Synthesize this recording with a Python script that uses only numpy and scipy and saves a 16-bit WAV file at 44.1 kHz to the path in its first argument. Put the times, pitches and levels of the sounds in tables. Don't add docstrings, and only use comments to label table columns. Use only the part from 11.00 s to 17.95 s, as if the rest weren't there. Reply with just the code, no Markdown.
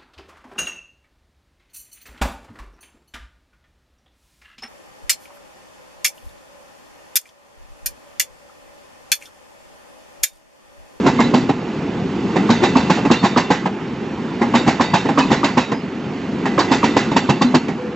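import sys
import numpy as np
from scipy import signal
from scipy.fft import rfft, irfft
from scipy.io import wavfile
from scipy.ndimage import uniform_filter1d

SR = 44100
rng = np.random.default_rng(int(sys.argv[2]) if len(sys.argv) > 2 else 0)


def level_to_linear(level):
    exponent = np.asarray(level, float) / 20
    return 10 ** exponent


def persist_wave(psi):
    counts = np.round(np.clip(psi, -1, 1) * 32767).astype(np.int16)
    wavfile.write(sys.argv[1], SR, np.atleast_2d(counts).T)


N = 306495

# (time [s], knock level [dB], clank level [dB], thump level [dB], sleeper pitch [Hz])
FIRST_GAP = [(0.191, -11.5, -20.5, -8.5, 241.5), (1.491, -11.5, -19.5, -7, 234),
             (1.756, -10.5, -21.5, -6, 268), (2.101, -13.5, -17.5, -5.5, 230), (2.362, -10.5, -18, -8, 244),
             (3.539, -10.5, -18.5, -11, 246), (3.797, -10.5, -18, -10, 253), (4.175, -10, -19, -9.5, 273.5),
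             (4.432, -10.5, -17, -11, 287.5), (5.579, -9.5, -18.5, -12.5, 291),
             (5.83, -10.5, -19, -12, 293)]
# (time [s], knock level [dB], clank level [dB], thump level [dB], sleeper pitch [Hz])
SECOND_GAP = [
    (0.063, -10.5, -22.5, -6, 245),
    (1.633, -10, -19.5, -8.5, 369),
    (2.240, -9, -21, -3, 212),
    (3.676, -8, -19, -6.5, 238),
    (4.315, -9, -20.5, -8, 231),
    (5.716, -12, -19.5, -8, 252.6),
]
# (time [s], knock level [dB], clank level [dB], thump level [dB], sleeper pitch [Hz])
TRAILING = [
    (0.338, -9, -22, -5.5, 239),
    (1.898, -8.5, -20, -8.5, 194),
    (2.503, -9, -21, -7.5, 183),
    (3.936, -8.5, -19, -10, 188),
    (4.571, -10.5, -19, -8, 243),
    (5.965, -8.5, -19, -8, 272),
]
# (time [s], knock level [dB], clank level [dB], thump level [dB], sleeper pitch [Hz])
MOTOR_BOGIE = [
    (6.162, -12.5, -16.5, -11.5, 263),
    (6.291, -10, -18.5, -6.5, 204),
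    (6.413, -12, -17, -10, 269),
    (6.542, -12, -17, -6.5, 242),
]
GAP_BLOWS = FIRST_GAP + SECOND_GAP + TRAILING + MOTOR_BOGIE


def evened(x):
    return x / np.sqrt(np.mean(x ** 2) + 1e-20)


def peaked(x, db):
    return x * level_to_linear(db) / np.sqrt(uniform_filter1d(x ** 2, 180).max() + 1e-20)


def read(points, hz):
    f, value = np.transpose(points)
    return np.interp(np.log(hz + 1), np.log(f + 1), value)


def add(mix, s, sound):
    part = mix[max(round(s * SR), 0):][:len(sound)]
    part += sound[:len(part)]


def resonate(x, hz, width):
    r = np.exp(-np.pi * max(width, 3.) / SR)
    return 2 * signal.lfilter([1 - r], [1, -r * np.exp(2j * np.pi * hz / SR)], x).real


def shape(t, rise, t60):
    return (1 - np.exp(-(t / rise) ** 2)) * level_to_linear(-60 * t / np.clip(t60, .03, .6))


def gritty(size, grit_db, per_s):
    steps = level_to_linear(grit_db * rng.standard_normal(size // round(SR / per_s) + 2))
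    strength = np.interp(np.arange(size) * per_s / SR, np.arange(len(steps)), steps)
    return rng.standard_normal(size) * strength


def wobbling(size, depth, smooth):
    return 1 + depth * evened(uniform_filter1d(rng.standard_normal(size), size=smooth))


def levels():
    # (time [s], level [dB])
    load_points = [(0.0, -16), (0.21, -18), (0.55, -22.5), (0.95, -21), (1.24, -20), (1.4, -18),
                   (1.9, -18.5), (2.32, -23), (2.7, -25), (3.35, -23), (3.6, -19.5), (3.95, -23.5),
                   (4.35, -19.5), (4.74, -25.5), (5.3, -23), (5.65, -19.5), (6.3, -21.5), (6.95, -26)]
    axle_lag_s, axle_reach_s, bogie_reach_s = .08, 0.09, 0.42
    t = np.arange(0, N / SR + .01, .005)
    load_db = np.interp(t, *np.transpose(load_points))
    axles = np.array([row[0] for row in FIRST_GAP + MOTOR_BOGIE[::2]])
    apart = t - axle_lag_s - axles[:, None]
    near, group = ((1 / (1 + (apart / reach) ** 2)).sum(0) for reach in (axle_reach_s, bogie_reach_s))
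    hiss_db = -35.5 + 0.58 * (load_db + 23) + 1.5 * near + 0.62 * (group - 1.5)
    return [np.interp(np.arange(N) / SR, t, v) for v in (load_db, hiss_db)]


def rolling():
    # (frequency [Hz], density [dB per Hz])
    rumble_colour = [(15, -55), (25, -17.5), (49, -22.5), (85, -16), (184, -2), (248, 2), (315, -14),
                     (350, -2.5), (472, -13), (565, -25.5), (810, -35.5), (900, -23.5), (1170, -47),
                     (1980, -120)]
    # (frequency [Hz], density [dB per Hz])
    hiss_colour = [(290, -30), (500, 3), (562, -9.5), (695, -1.5), (810, -0.5), (921, -0.5), (1560, -6.5),
                   (2920, -10), (3360, -14.5), (7040, -25), (8300, -34), (10800, -71), (18300, -120)]
    frames, hz = N // 128 + 9, np.fft.rfftfreq(1024, 1 / SR)
    a, b, lumps, patches = rng.standard_normal((frames, 513, 4)).T
    lumps = evened(uniform_filter1d(uniform_filter1d(lumps, 3, 0), 14, 1))
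    patches = evened(uniform_filter1d(uniform_filter1d(patches, 8, 0), 20, 1))
    rumble_db, hiss_db = levels()
    nearness_db = np.interp(np.arange(frames) * 128, np.arange(N), hiss_db) + 33
    brighter_db = 0.52 * np.outer(np.log2(np.maximum(hz / 2500, 1)), nearness_db)
    layers = ((rumble_colour, hz < 900, 1.2 * lumps, rumble_db - 0.5),
              (hiss_colour, hz > 500, 1.1 * patches + brighter_db, hiss_db + 1.0))
    out = np.zeros(N)
    for colour, band, rough_db, level_db in layers:
        z = (a + 1j * b) * (level_to_linear(read(colour, hz)) * band)[:, None] * level_to_linear(rough_db)
        noise = signal.istft(z, nperseg=1024, noverlap=896)[1][:N]
        out += evened(noise) * level_to_linear(level_db)
    return out


def struck():
    t = np.arange(0, N / SR + .01, .002)
    since = t - np.array([row[0] + 0.013 for row in GAP_BLOWS])[:, None]
    ringing = (since > 0) * np.exp(-abs(since) / 0.075)
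    return np.interp(np.arange(N) / SR, t, ringing.sum(0))


def singing():
    # (frequency [Hz], width [Hz], level [dB])
    wheel_tones = [(2010, 76, 0), (2690, 46, -0.5), (3556, 69, -2.5), (4010, 47, -11), (4330, 40, -6.5),
                   (4630, 30, -7.5), (6600, 40, -16), (7310, 33, -16.5)]
    hiss_db = levels()[1]
    t = np.arange(N) / SR
    out = np.zeros(N)
    for hz, width, db in wheel_tones:
        comes_db = 3 * np.interp(t * 12, np.arange(100), rng.standard_normal(100))
        tone = resonate(resonate(rng.standard_normal(N), hz, width), hz, 3 * width)
        out += level_to_linear(db + comes_db) * evened(tone)
    ring_on_db = 7
    return evened(out) * level_to_linear(2 * (hiss_db + 30.5) - 41.5) * (1 + level_to_linear(ring_on_db) * struck())


def knock(s, db, hz, t60, wave_db):
    # (frequency [times the rail pitch], width [Hz], level [dB])
    rail_modes = [(0.619, 140, 5), (0.822, 119, 5.5), (0.998, 120.3, 11.5), (1.192, 142, -2),
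                  (1.501, 211, -3.5)]
    t = np.arange(SR // 4) / SR
    glide = 1.078 * hz * (1 + 0.31 * np.exp(-t / 0.0049))
    wave = np.exp(-((t - .005) / 0.0023) ** 2) * np.sin(2 * np.pi * np.cumsum(glide) / SR)
    drive = gritty(len(t), 2.5, 697.7) * (shape(t, 0.0044, 0.98 * t60) + 0.14 * shape(t, 0.01, 1.3 * t60))
    rail = sum(level_to_linear(g) * resonate(resonate(drive, hz * k, w), hz * k, 5.8 * w) / np.sqrt(w)
               for k, w, g in rail_modes)
    rail = signal.sosfilt(signal.butter(4, 2200., fs=SR, output="sos"), rail)
    rattle = signal.sosfilt(signal.butter(2, [500., 3200.], "bandpass", fs=SR, output="sos"), drive)
    tick = peaked(rng.standard_normal(len(t)) * shape(t, .005, .1), -33)
    return s - .003, level_to_linear(db) * (peaked(rail, -1.5) + peaked(wave, wave_db) + peaked(rattle, -16.0) + tick)


def clank(s, db, tilt_db, t60, rise):
    # (frequency [Hz], density [dB per Hz])
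    steel_colour = [(710, -5.5), (1200, -4.5), (1470, 2), (2590, -4.5), (3250, -7.5), (3910, -3.5),
                    (4240, -8), (5630, -11), (7470, -15.5), (8300, -46), (10800, -66), (18300, -120)]
    # (frequency [Hz], width [Hz], level [dB])
    wheel_modes = [(1806, 85, 0.5), (1990, 130, 7), (2653, 52, 2.5), (2990, 39, -11), (3686, 34, 1),
                   (4600, 120, -1)]
    t = np.arange(SR // 3) / SR
    burst = gritty(len(t), 1.3, 500)
    burst = burst * (shape(t, np.clip(rise, .001, .03), t60) + 0.15 * shape(t, 0.00073, 0.06))
    f = np.fft.rfftfreq(len(t), 1 / SR)
    hump = np.exp(-(np.log(f / 1900 + 1e-9) / 0.2) ** 2)
    colour = level_to_linear(read(steel_colour, f) + (tilt_db - 4.5) * hump)
    steel = peaked(irfft(rfft(burst) * colour), 0)
    detune, strength = rng.standard_normal((2, len(wheel_modes)))
    rings = sum(level_to_linear(g + 8.8 * b) * resonate(burst, hz * (1 + 0.019 * a), max(2.3 * w, 22)) / np.sqrt(w)
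                for (hz, w, g), a, b in zip(wheel_modes, detune, strength))
    landing = resonate(resonate(burst * shape(t, .001, 0.083), 880.0, 400.), 970.0, 600.)
    return s - .003, level_to_linear(db) * (steel + peaked(rings, -6.5) + peaked(landing, 2.9))


def thump(s, db, hz, t60, deep_db):
    t = np.arange(SR // 3) / SR
    push = rng.standard_normal(len(t)) * shape(t, 0.0028, 0.48 * t60)
    pitch = hz * wobbling(len(t), 0.057, 500)
    sleeper = np.sin(2 * np.pi * np.cumsum(pitch) / SR) * shape(t, 0.0048, 0.62 * t60)
    neighbour = peaked(resonate(push, hz * 1.33, 73.0), -7.0)
    body = peaked(sleeper, 0) + peaked(resonate(push, hz, 60.), -5.0) + neighbour
    deep = peaked(resonate(resonate(push, 150., 65.0), 150., 100.0), deep_db)
    soft = signal.butter(2, [85., 700.], "bandpass", fs=SR, output="sos")
    return s - .002, peaked(signal.sosfilt(soft, body + deep), db)


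def blow(wheels, rail_hz, rail_t60, wave_db, land_s, tilt_db, clank_t60, rise, sleeper_s, sleeper_t60, deep_db):
    for s, knock_db, clank_db, thump_db, sleeper_hz in wheels:
        wheel_hz = rail_hz * (1 + 0.044 * rng.standard_normal())
        damped_t60 = sleeper_t60 * level_to_linear(0.7 * (-9 - thump_db))
        yield knock(s, knock_db, wheel_hz, rail_t60, wave_db)
        yield clank(s + land_s, clank_db, tilt_db, clank_t60, rise)
        yield thump(s + sleeper_s, thump_db, sleeper_hz, damped_t60, deep_db)


def entry_joint():
    # (time [s], knock level [dB], clank level [dB], thump level [dB], sleeper pitch [Hz])
    entry_wheels = [
        (1.36, -15.5, -25, -14, 377),
        (1.973, -17.5, -36, -23, 265),
        (3.415, -15.5, -25, -9.5, 234),
        (4.053, -21, -32, -15, 280),
        (5.455, -15.5, -25.5, -15, 235),
    ]
    early_s, weaker_db = .012, -10
    followers = [(s - early_s, a + weaker_db, b + weaker_db, c + weaker_db, hz)
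                 for s, a, b, c, hz in SECOND_GAP]
    return blow(entry_wheels + followers, rail_hz=792, rail_t60=0.21, wave_db=-5, land_s=0.0009, tilt_db=16,
                clank_t60=0.2, rise=.004, sleeper_s=-.003, sleeper_t60=0.18, deep_db=-9)


def second_gap():
    return blow(SECOND_GAP, rail_hz=850, rail_t60=0.15, wave_db=-11, land_s=-0.000984, tilt_db=2.7,
                clank_t60=0.24, rise=0.0084, sleeper_s=-0.00391, sleeper_t60=.15, deep_db=-10.5)


def ring(s, hz, db, length):
    t = np.arange(round((length + .1) * SR)) / SR
    split, start = rng.random((2, 2, 1))
    swell = (1 - np.exp(-t / 0.0052)) * level_to_linear(-40. * t) / (1 + np.exp((t - length) / 0.016))
    twin_hz = hz + np.array([[-1], [1]]) * (25 + 70 * split)
    twins = np.sin(2 * np.pi * (twin_hz * t + start)).sum(0)
    return s, level_to_linear(db) * swell * (np.sin(2 * np.pi * hz * t) + .28 * twins)


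def rims():
    # (frequency [Hz], level [dB])
    rim_modes = [(1990, -41), (2720, -43.5), (3640, -42.5), (4030, -47.5), (4560, -48.5), (6000, -52),
                 (6680, -50), (7300, -52)]
    for row in GAP_BLOWS:
        for k in rng.permutation(len(rim_modes))[:3]:
            late, strength, detune, long = rng.standard_normal(size=4)
            hz, db = rim_modes[k]
            start_s = row[0] + 0.039 * (.6 + .6 * abs(late))
            length_s = 0.029 * (0.62 + 0.55 * abs(long))
            yield ring(start_s, hz * (1 + 0.014 * detune), db + 7.5 * strength, length_s)


def wheel_rings():
    # (time [s], frequency [Hz], level [dB], length [s])
    ring_events = [(0.185, 2105, -19.5, 0.028), (0.192, 7350, -35, 0.031), (0.235, 3980, -26.5, 0.032),
                   (1.79, 3960, -36, 0.053), (2.124, 4020, -27, 0.053), (2.135, 2780, -31, 0.064),
                   (2.152, 3640, -33.5, 0.16), (2.185, 4350, -33, 0.062), (2.318, 3646, -34, 0.05),
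                   (2.397, 2720, -35, 0.13), (2.429, 3560, -36, 0.066), (2.569, 1981, -32, 0.042),
                   (3.552, 3650, -29, 0.083), (3.557, 3820, -30, 0.07), (3.822, 3720, -32, 0.095),
                   (3.838, 2000, -32, 0.13), (3.839, 4651, -34, 0.11), (3.986, 3700, -36, 0.08),
                   (4.209, 2550, -21, 0.026), (4.588, 3800, -36, 0.14), (4.73, 5000, -42, 0.083),
                   (5.454, 1995, -34, 0.13), (5.607, 3990, -30, 0.04), (5.737, 1976, -31, 0.065),
                   (5.894, 3600, -37, 0.11), (5.904, 2000, -32, 0.12), (6.152, 7500, -46, 0.1),
                   (6.441, 4070, -35, 0.059)]
    return [ring(*row) for row in ring_events]


def first_gap():
    return blow(FIRST_GAP, rail_hz=947, rail_t60=0.22, wave_db=-3, land_s=.013, tilt_db=4,
                clank_t60=0.22, rise=0.0021, sleeper_s=0.0014, sleeper_t60=.25, deep_db=-12)


def boom(s, db, hz, t60):
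    t = np.arange(SR // 3) / SR
    pitch = hz * wobbling(len(t), .03, 900)
    return s, level_to_linear(db) * np.sqrt(2) * np.sin(2 * np.pi * np.cumsum(pitch) / SR) * shape(t, .015, t60)


def plate_booms():
    # (time [s], level [dB], frequency [Hz], time to fall 60 dB [s])
    boom_events = [
        (0.217, -11.5, 242, 0.33),
        (0.345, -9, 249.6, 0.32),
        (1.37, -18.5, 300.5, 0.54),
        (1.495, -10, 241, 0.39),
        (2.245, -15, 349, .2),
        (3.42, -18, 243.6, 0.42),
        (4.185, -15.5, 265.4, .45),
        (5.465, -17, 237, 0.34),
        (5.841, -21, 284, 0.45),
        (6.436, -3.5, 252, .25),
    ]
    return [boom(*row) for row in boom_events]


def trailing_wheels():
    return blow(TRAILING, rail_hz=833, rail_t60=0.15, wave_db=-8.5, land_s=.003, tilt_db=3.5,
                clank_t60=.31, rise=.004, sleeper_s=-0.00096, sleeper_t60=.15, deep_db=-14)


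def exit_joint():
    # (time [s], knock level [dB], clank level [dB], thump level [dB], sleeper pitch [Hz])
    exit_wheels = [
        (0.494, -15.5, -27, -9.5, 266.6),
        (2.053, -16.5, -25.5, -9.5, 283),
        (2.658, -16, -29, -15, 200),
        (4.09, -13.5, -27.5, -14.5, 287),
        (4.719, -18.5, -28.5, -14, 266),
        (6.116, -16.5, -29, -13, 263),
        (6.686, -23, -31, -14.5, 252),
    ]
    return blow(exit_wheels, rail_hz=785, rail_t60=0.11, wave_db=-5.5, land_s=-.002, tilt_db=11.5,
                clank_t60=.15, rise=.004, sleeper_s=-.002, sleeper_t60=0.14, deep_db=-6)


def motor_bogie():
    return blow(MOTOR_BOGIE, rail_hz=834, rail_t60=.14, wave_db=-3, land_s=.004, tilt_db=4,
                clank_t60=0.13, rise=0.0049, sleeper_s=-0.00296, sleeper_t60=0.26, deep_db=-5.5)


def motor():
    # (time [s], frequency [Hz], level [dB])
    hum_points = [(6.765, 474, -35), (6.79, 503, -30), (6.88, 490.7, -29.5), (6.91, 468, -39),
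                  (6.95, 510, -25)]
    s, hz, db = np.transpose(hum_points)
    t = np.arange(s[0], s[-1], 1 / SR)
    waver = wobbling(len(t), 0.2, 500)
    hum = np.sqrt(2) * waver * np.sin(2 * np.pi * np.cumsum(np.interp(t, s, hz)) / SR)
    return s[0], hum * level_to_linear(np.interp(t, s, db)) * signal.windows.tukey(len(t), .1)


def spread_out(train):
    # (frequency [Hz], likeness [0-1])
    same_points = [(30, .8), (60, .985), (120, .999), (240, .994), (490, .93), (980, .91), (1980, .86),
                   (3980, .68), (6500, .85), (8010, .95)]
    # (frequency [Hz], left over right [dB])
    lean_points = [(310, 0), (530, -1.5), (910, -2.2), (1570, -4.3), (2700, -4.5), (4000, -1), (5000, .5),
                   (8010, 0)]
    # (frequency [Hz], left leads [radians])
    lead_points = [(150, 0), (520, -.25), (1500, .1), (4050, .6), (8180, -.1)]
    hz, t, z = signal.stft(train, SR, nperseg=256, noverlap=192)
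    drift = rng.standard_normal((len(t), len(hz), 2))
    a, b = uniform_filter1d(uniform_filter1d(drift, size=12, axis=0), size=2, axis=1).T
    same = np.clip(read(same_points, hz), 0, 1)[:, None]
    spread = np.sqrt((1 - same) / 4) * (evened(a) + 1j * evened(b))
    common = np.sqrt((1 + same) / 2)
    lean = (level_to_linear(read(lean_points, hz) / 2) * np.exp(.5j * read(lead_points, hz)))[:, None]
    sides = z * np.array([(common + spread) * lean, (common - spread) / lean])
    return signal.istft(sides, SR, nperseg=256, noverlap=192)[1][:, :N]


def scene():
    train = rolling() + singing()
    sources = (entry_joint, second_gap, rims, wheel_rings, first_gap, plate_booms,
               trailing_wheels, exit_joint, motor_bogie)
    for source in sources:
        for hit in source():
            add(train, *hit)
    add(train, *motor())
    return spread_out(train)


def low_pass(x):
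    return signal.sosfilt(signal.butter(12, 8610, fs=SR, output="sos"), x)


def record(dry):
    thin = signal.sosfilt(signal.butter(1, 63.6, "highpass", fs=SR, output="sos"), dry)
    limited = thin / (1 + np.abs(thin / 1.0) ** 6) ** (1 / 6)
    treble_cut = signal.firwin(301, 7983, window=("kaiser", 8), fs=SR)
    edged = signal.oaconvolve(limited, treble_cut[None], "same")
    return low_pass(edged)


dry = scene()
out = record(dry)
persist_wave(out)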